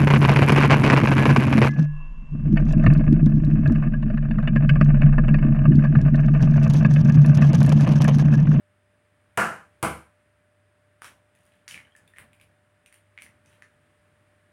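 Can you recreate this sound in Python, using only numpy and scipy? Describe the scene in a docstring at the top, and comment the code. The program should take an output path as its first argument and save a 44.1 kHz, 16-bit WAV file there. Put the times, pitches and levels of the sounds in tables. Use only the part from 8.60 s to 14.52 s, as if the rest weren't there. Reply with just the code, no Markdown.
"""Cracking an egg in a kitchen

Close on a wooden table, one small microphone. An egg is knocked twice, shaking the table top, then
pried open over a glass bowl: the shell snaps and crackles, its hollow halves tick together, and the
egg slides out softly with a few bubbles. Hard walls close by answer the cracks and ticks; an
appliance hums faintly in the background."""
import sys
import numpy as np
from scipy import signal
from scipy.fft import rfft, irfft, next_fast_len
from scipy.io import wavfile
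from scipy.ndimage import uniform_filter1d, minimum_filter1d, map_coordinates

SR = 44100
rng = np.random.default_rng(int(sys.argv[2]) if len(sys.argv) > 2 else 0)


def wav_record(signal):
    """Record a signal, one row per channel, as 16-bit PCM in the file named by sys.argv[1]."""
    frames = np.transpose(np.atleast_2d(signal))
    bounded = np.clip(frames, -1, 1)
    # unit amplitude maps onto the largest positive 16-bit level
    quanta = np.round(bounded * 32767).astype(np.int16)
    wavfile.write(sys.argv[1], SR, quanta)


N = 261072

# Event levels are relative: each source adds its own gain.
# blows on the table: t/s, thud/dB, low thump/dB, crack/dB, swell time/s, early t60/s
KNOCKS = [(0.7742, 1.5, -22.5, -16.5, 0.034, 0.43), (1.2277, -1, -19, -15.5, 0.012, 0.38)]
# thud spectra, the whole egg hitting hard and the dented egg softer: f/Hz, level/dB
HARD_BLOW = [(45, -47.5), (75, -23.5), (170, -7.5), (270, -14.5), (650, -6.5), (1000, -5.5), (1400, 0.5),
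             (2150, -12), (2900, -17), (3500, -30), (6500, -27.5), (9400, -24.5), (12000, -34.5),
             (16000, -45.5)]
SOFT_BLOW = [(45, -46), (75, -12), (130, -8.5), (270, -8), (850, -10.5), (1080, -4.5), (1550, -8),
             (1850, -25), (2150, -9), (2750, -22), (3100, -20), (3450, -28.5), (6900, -31), (9500, -20.5),
             (16000, -44.5)]
# modes of the table and what stands on it: f/Hz, level/dB
TABLE_MODES = [(75, 10), (101, 6.5), (117, -7.5), (139, -1), (166, 7), (215, 10.5), (323, 10), (370, 2),
               (431, 0), (447, -0.5), (502, 6), (651, 0.5), (678, 7), (747, -1), (807, 8.5), (1011, 6.5),
               (1140, -2), (1194, -8.5), (1332, -3), (1361, 1.5), (1388, -3.5), (1416, -1), (1581, 7.5),
               (1672, 3), (1704, 5.5), (1749, 7), (2160, -3), (2260, -0.5), (2729, 2.5), (2902, 8)]
# spectrum of the countless weak modes between them: f/Hz, level/dB
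WEAK_MODES = [(100, 0.5), (400, -1), (1500, -1), (2500, -1.5)]
# the deep bass is cut from the knocks: f/Hz, gain/dB
KNOCK_LOW_CUT = [(52, -19.5), (70, -1.5)]
# the shell breaks: t/s, crack/dB, brightness/dB, hollow ring/dB, ring f/Hz
SNAPS = [(2.42, -34.5, -6, -28, 1420), (2.445, -33, -5, -32.5, 1510), (2.751, -51, -2, -58, 2220),
         (2.853, -53, 8, -66, 1700), (3.0788, -33, -20, -34, 1860), (3.0801, -27.5, -27, -38, 1950),
         (3.0875, -32, 11, -35, 2030), (3.364, -42, -5, -55, 1900), (3.477, -46, 9, -56, 3540),
         (3.5846, -35, 13, -29, 1970), (3.732, -48.5, 9, -44, 2390), (3.813, -44.5, 0, -42.5, 2520),
         (4.261, -42, 0, -40, 2570), (4.326, -42, -1, -44, 2070), (4.342, -41.5, 5, -44, 2110),
         (4.621, -33, 1.5, -33.5, 2280), (4.86, -48.5, -9, -60, 2320)]
# spectrum of a shell crack, with the microphone's bright peak near 9.5 kHz: f/Hz, level/dB
CRACK_SPECTRUM = [(300, -25.5), (900, -16.5), (2600, 2.5), (4300, -9), (6100, -5), (7800, -4), (9600, 5),
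                  (11500, -7), (13500, -9.5), (16000, -15)]
# the halves touch: t/s, ring/dB, ring f/Hz, click of the broken edges/dB
TICKS = [(3.111, -30.5, 2950, -30), (3.1437, -27, 2390, -42.5), (3.1768, -30.5, 2190, -50),
         (3.2025, -40, 2140, -57), (3.271, -47, 1730, -60), (3.5625, -45, 2250, -63),
         (3.5696, -40.5, 2050, -54), (3.799, -45.5, 2370, -51.5), (4.577, -29.5, 2170, -51),
         (4.5874, -33, 2270, -54), (4.664, -39.5, 2050, -54), (5.0225, -35, 1870, -45.5)]
# the fingers squeeze the egg: t/s, hold/s, crackle/dB, fracture rate/Hz, wet sound/dB
SQUEEZES = [(2.414, 0.032, -60, 750, -57), (2.745, .21, -82, 82, -69), (3.08, 0.043, -59, 700, -52),
            (3.358, .05, -92, 230, -62.5), (3.551, 0.021, -73, 360, -54.5), (3.775, .03, -90, 200, -61.5),
            (4.594, 0.018, -70, 480, -54.5), (4.836, 0.1, -78, 340, -64)]
# spectrum of the hollow under tiny fractures: f/Hz, level/dB
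HOLLOW_SPECTRUM = [(800, -29), (1700, 0.5), (2800, -3), (3800, -11), (7000, -35)]
# spectrum of the sliding egg: f/Hz, level/dB
WET_SPECTRUM = [(50, -3), (90, 4), (200, -1), (350, -8.5), (700, -10), (1800, -14.5), (3000, -24),
                (6000, -40)]
# bubbles in the egg white: t/s, ring/dB, ring f/Hz
BUBBLES = [(3.25, -51.5, 3000), (3.321, -56.5, 3190), (3.3515, -42, 1780), (3.478, -54, 3540),
           (3.537, -44.5, 1840)]
# reverberation of the kitchen: f/Hz, t60/s
KITCHEN_DECAY = [(100, 0.25), (500, 0.52), (2000, 0.22), (6000, 0.23), (10000, 0.2), (16000, 0.21)]
# spectrum of the room's air: f/Hz, level/dB
AIR_SPECTRUM = [(25, 3.5), (50, -14.5), (72, -5), (150, -8.5), (400, -15.5), (800, -20), (1700, -14.5),
                (3000, -25), (4200, -33.5), (6200, -39), (7700, -35.5), (9200, -28), (12000, -43.5),
                (16000, -43.5)]
# its slow rise and fall: t/s, level/dB
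AIR_LEVEL = [(0, -67), (1.2, -63.5), (1.9, -66.5), (3, -65), (4.1, -65.5), (5.3, -63.5), (5.9, -64.5)]
# hum and faint whine of the appliance: f/Hz, rms level/dB
HUM_TONES = [(100, -71), (595, -71.5), (645, -85.5), (744, -87.5), (3560, -97), (4960, -98), (8430, -99),
             (8985, -97)]


def knocks(onset_gain=0.64, modes_db=-30, ring_rise_s=0.0013, thump_hz=122, thump_t60=0.07):
    """Each blow cracks the shell and shakes the table; the thud holds, as if compressed, then dies."""
    out, t = np.zeros(N), np.arange(SR // 2) / SR
    for (s, thud_db, thump_db, crack_db, swell_s, t60), blow in zip(KNOCKS, (HARD_BLOW, SOFT_BLOW)):
        ring = sum(amp(modes_db + db + rng.normal(0, 1)) * np.sin(2 * np.pi * (hz * t + rng.random()))
                   for hz, db in TABLE_MODES)
        ring *= 1 - np.exp(-t / ring_rise_s)
        weak_modes = coloured(rng.standard_normal(len(t)), WEAK_MODES)
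        swell = 1 - (1 - onset_gain) * np.exp(-(t / swell_s) ** 2)  # briefly offsets the decay
        decay = amp(-60 * t / t60) * np.exp(-(t / (0.78 * t60)) ** 4)  # the tail's end falls faster
        thud = amp(thud_db) * coloured((ring + weak_modes) * swell * decay, blow)
        thump = amp(thump_db - 60 * t / thump_t60) * np.sin(2 * np.pi * thump_hz * t)  # the top bounces
        wood = coloured(thud + thump, KNOCK_LOW_CUT)
        crack = amp(crack_db + 10) * fracture(t, t60=0.021, bright_db=4.5)
        add(out, s, wood + kitchen(crack, wet_db=-4.5))
    return out


def snaps(ring_t60=0.0034):
    """Over the bowl the shell cracks sharply and rings its hollow for an instant."""
    out = np.zeros(N)
    for s, crack_db, bright_db, ring_db, hz in SNAPS:
        add(out, s, click(ring_db, hz, ring_t60, crack_db, bright_db))
    return out


def ticks(ring_t60=0.0068):
    """The two halves touch: mostly hollow ring, with a click from the broken edges."""
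    out = np.zeros(N)
    for s, ring_db, hz, edge_db in TICKS:
        add(out, s, click(ring_db, hz, ring_t60, edge_db, bright_db=-9))
    return out


def crackle(spread_db=4, gain_db=2):
    """Tiny fractures run through the shell under the thumbs; some of them ring its hollow."""
    out, t = np.zeros(N), np.arange(SR) / SR
    def grains(spectrum, rate):
        impulses = (rng.random(len(t)) < rate / SR) * amp(spread_db * rng.standard_normal(len(t)))
        return unit(coloured(impulses, spectrum))
    for s, hold, db, rate, _ in SQUEEZES:
        shell = grains(CRACK_SPECTRUM, rate) + grains(HOLLOW_SPECTRUM, rate)
        pressure = squeeze(t, hold, attack_s=0.016, release_db_per_s=298)
        add(out, s, amp(db + gain_db) * shell * pressure)
    return kitchen(out, wet_db=1)


def squelch(lumpy_db=-1.5, gain_db=-5):
    """The egg follows each squeeze slowly, shifting and sliding in soft lumps."""
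    flow, t = np.zeros(N), np.arange(SR) / SR
    for s, hold, _, _, db in SQUEEZES:
        add(flow, s, amp(db) * squeeze(t, hold, attack_s=0.038, release_db_per_s=94))
    return noise(WET_SPECTRUM, N) * flow * amp(lumpy_db * wobble(30) + gain_db)


def bubbles(ring_t60=0.023):
    """As the white runs out, a bubble's film bursts faintly; it rings longer than the shell does."""
    out = np.zeros(N)
    for s, ring_db, hz in BUBBLES:
        add(out, s, click(ring_db, hz, ring_t60, crack_db=ring_db - 13.5, bright_db=1))
    return out


def click(ring_db, hz, ring_t60, crack_db, bright_db):
    """A sharp crack and the small cavity that it rings, both answered by the kitchen."""
    t = np.arange(SR // 2) / SR
    ring = amp(ring_db - 2) * cavity(t, hz, ring_t60)
    crack = amp(crack_db + 8) * fracture(t, t60=0.011, bright_db=bright_db)
    return kitchen(ring, wet_db=-2.5) + kitchen(crack, wet_db=1.5)


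def fracture(t, t60, bright_db):
    """A brittle fracture: coarse cracks ring near 6 kHz, fine ones an octave higher."""
    burst = coloured(rng.standard_normal(len(t)) * amp(-60 * t / t60), CRACK_SPECTRUM)
    tilt = [(4000, 1.5), (6000, -bright_db / 2), (8200, bright_db / 6), (13500, bright_db / 2)]
    crack = coloured(burst, tilt)
    return crack / np.linalg.norm(crack)


def cavity(t, hz, t60, rise_s=0.00041, upper_ratio=1.224):
    """Two modes of a small cavity ring briefly; the upper one starts weaker."""
    envelope = (1 - np.exp(-t / rise_s)) * amp(-60 * t / t60)
    upper = amp(-9 - 60 * t / 0.0082) * np.sin(2 * np.pi * upper_ratio * hz * t)
    return envelope / envelope.max() * (np.sin(2 * np.pi * hz * t) + upper)


def squeeze(t, hold, attack_s, release_db_per_s):
    """Gain of one squeeze: it builds up, holds and lets go."""
    return np.minimum(1, t / attack_s) * amp(-release_db_per_s * np.maximum(0, t - attack_s - hold))


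def kitchen(x, wet_db, build_s=0.0057):
    """The direct sound, then dense reflections off the near walls that build up and die by band."""
    hz, t, bands = signal.stft(rng.standard_normal(SR // 2), SR, nperseg=256)
    decay = amp(-60 * t / along(KITCHEN_DECAY, hz)[:, None])
    _, tail = signal.istft(bands * decay, SR, nperseg=256)
    tail *= 1 - np.exp(-np.arange(len(tail)) / SR / build_s)
    return x + amp(wet_db) * signal.fftconvolve(x, tail / np.linalg.norm(tail))[:len(x)]


def room_tone(waver_db=-1.55, drift_rad=0.25):
    """In the background, kitchen air and a slightly unsteady appliance hum."""
    hum, t = np.zeros(N), np.arange(N) / SR
    for hz, db in HUM_TONES:
        peak = np.sqrt(2) * amp(db + waver_db * wobble(7.9))
        hum += peak * np.sin(2 * np.pi * hz * t + drift_rad * wobble(5.7))
    return hum + level(AIR_LEVEL) * noise(AIR_SPECTRUM, N)


def amp(db):
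    """Decibels to gain."""
    return 10 ** (np.asarray(db) / 20)


def unit(x):
    """Scale to rms 1."""
    return x / np.sqrt(np.mean(x ** 2) + 1e-20)


def along(points, hz):
    """Read (f/Hz, value) points on a log frequency axis."""
    freqs, values = np.transpose(points)
    return np.interp(np.log(hz + 1), np.log(freqs), values)


def level(rows):
    """Turn (t/s, level/dB) rows into one gain per sample."""
    return amp(np.interp(np.arange(N) / SR, *np.transpose(rows)))


def wobble(rate):
    """A smooth random curve, rate knots a second."""
    knots = rng.standard_normal(int(N * rate / SR) + 4)
    return map_coordinates(knots, [np.arange(N) * rate / SR])


def add(track, s, sound):
    """Mix a sound into the track at time s."""
    part = track[round(s * SR):][:len(sound)]
    part += sound[:len(part)]


def coloured(x, spectrum):
    """Pass x through a minimum-phase filter with the given (f/Hz, level/dB) points."""
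    size = 2 * next_fast_len(len(x) // 2 + 4096)
    gain = amp(along(spectrum, np.fft.rfftfreq(size, 1 / SR)))
    cepstrum = irfft(np.log(gain))
    cepstrum[1:size // 2] *= 2  # folded onto positive time: no pre-ringing
    cepstrum[size // 2 + 1:] = 0
    return irfft(rfft(x, size) * np.exp(rfft(cepstrum)))[:len(x)]


def noise(spectrum, count):
    """Coloured noise of rms 1."""
    return unit(coloured(rng.standard_normal(count), spectrum))


def limiter(x, ceiling_db=-11, window=221):
    """The gain dips briefly around peaks above the ceiling."""
    needed = np.minimum(1, amp(ceiling_db) / (np.abs(x) + 1e-9))
    return x * uniform_filter1d(minimum_filter1d(needed, window), window)


def scene():
    """All sources at one microphone by the table."""
    return (knocks() + snaps() + ticks() + bubbles() + crackle() + squelch() + room_tone())[None]


def record(dry, low_hz=58, top_hz=16100):
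    """The small microphone loses the deep bass; the recorder limits peaks and bandwidth."""
    thin = signal.sosfilt(signal.butter(4, low_hz, "highpass", fs=SR, output="sos"), dry)
    size = next_fast_len(N + SR // 2)
    passband = np.fft.rfftfreq(size, 1 / SR) < top_hz
    return irfft(rfft(limiter(thin), size) * passband, size)[:, :N]


dry = scene()
out = record(dry)
wav_record(out)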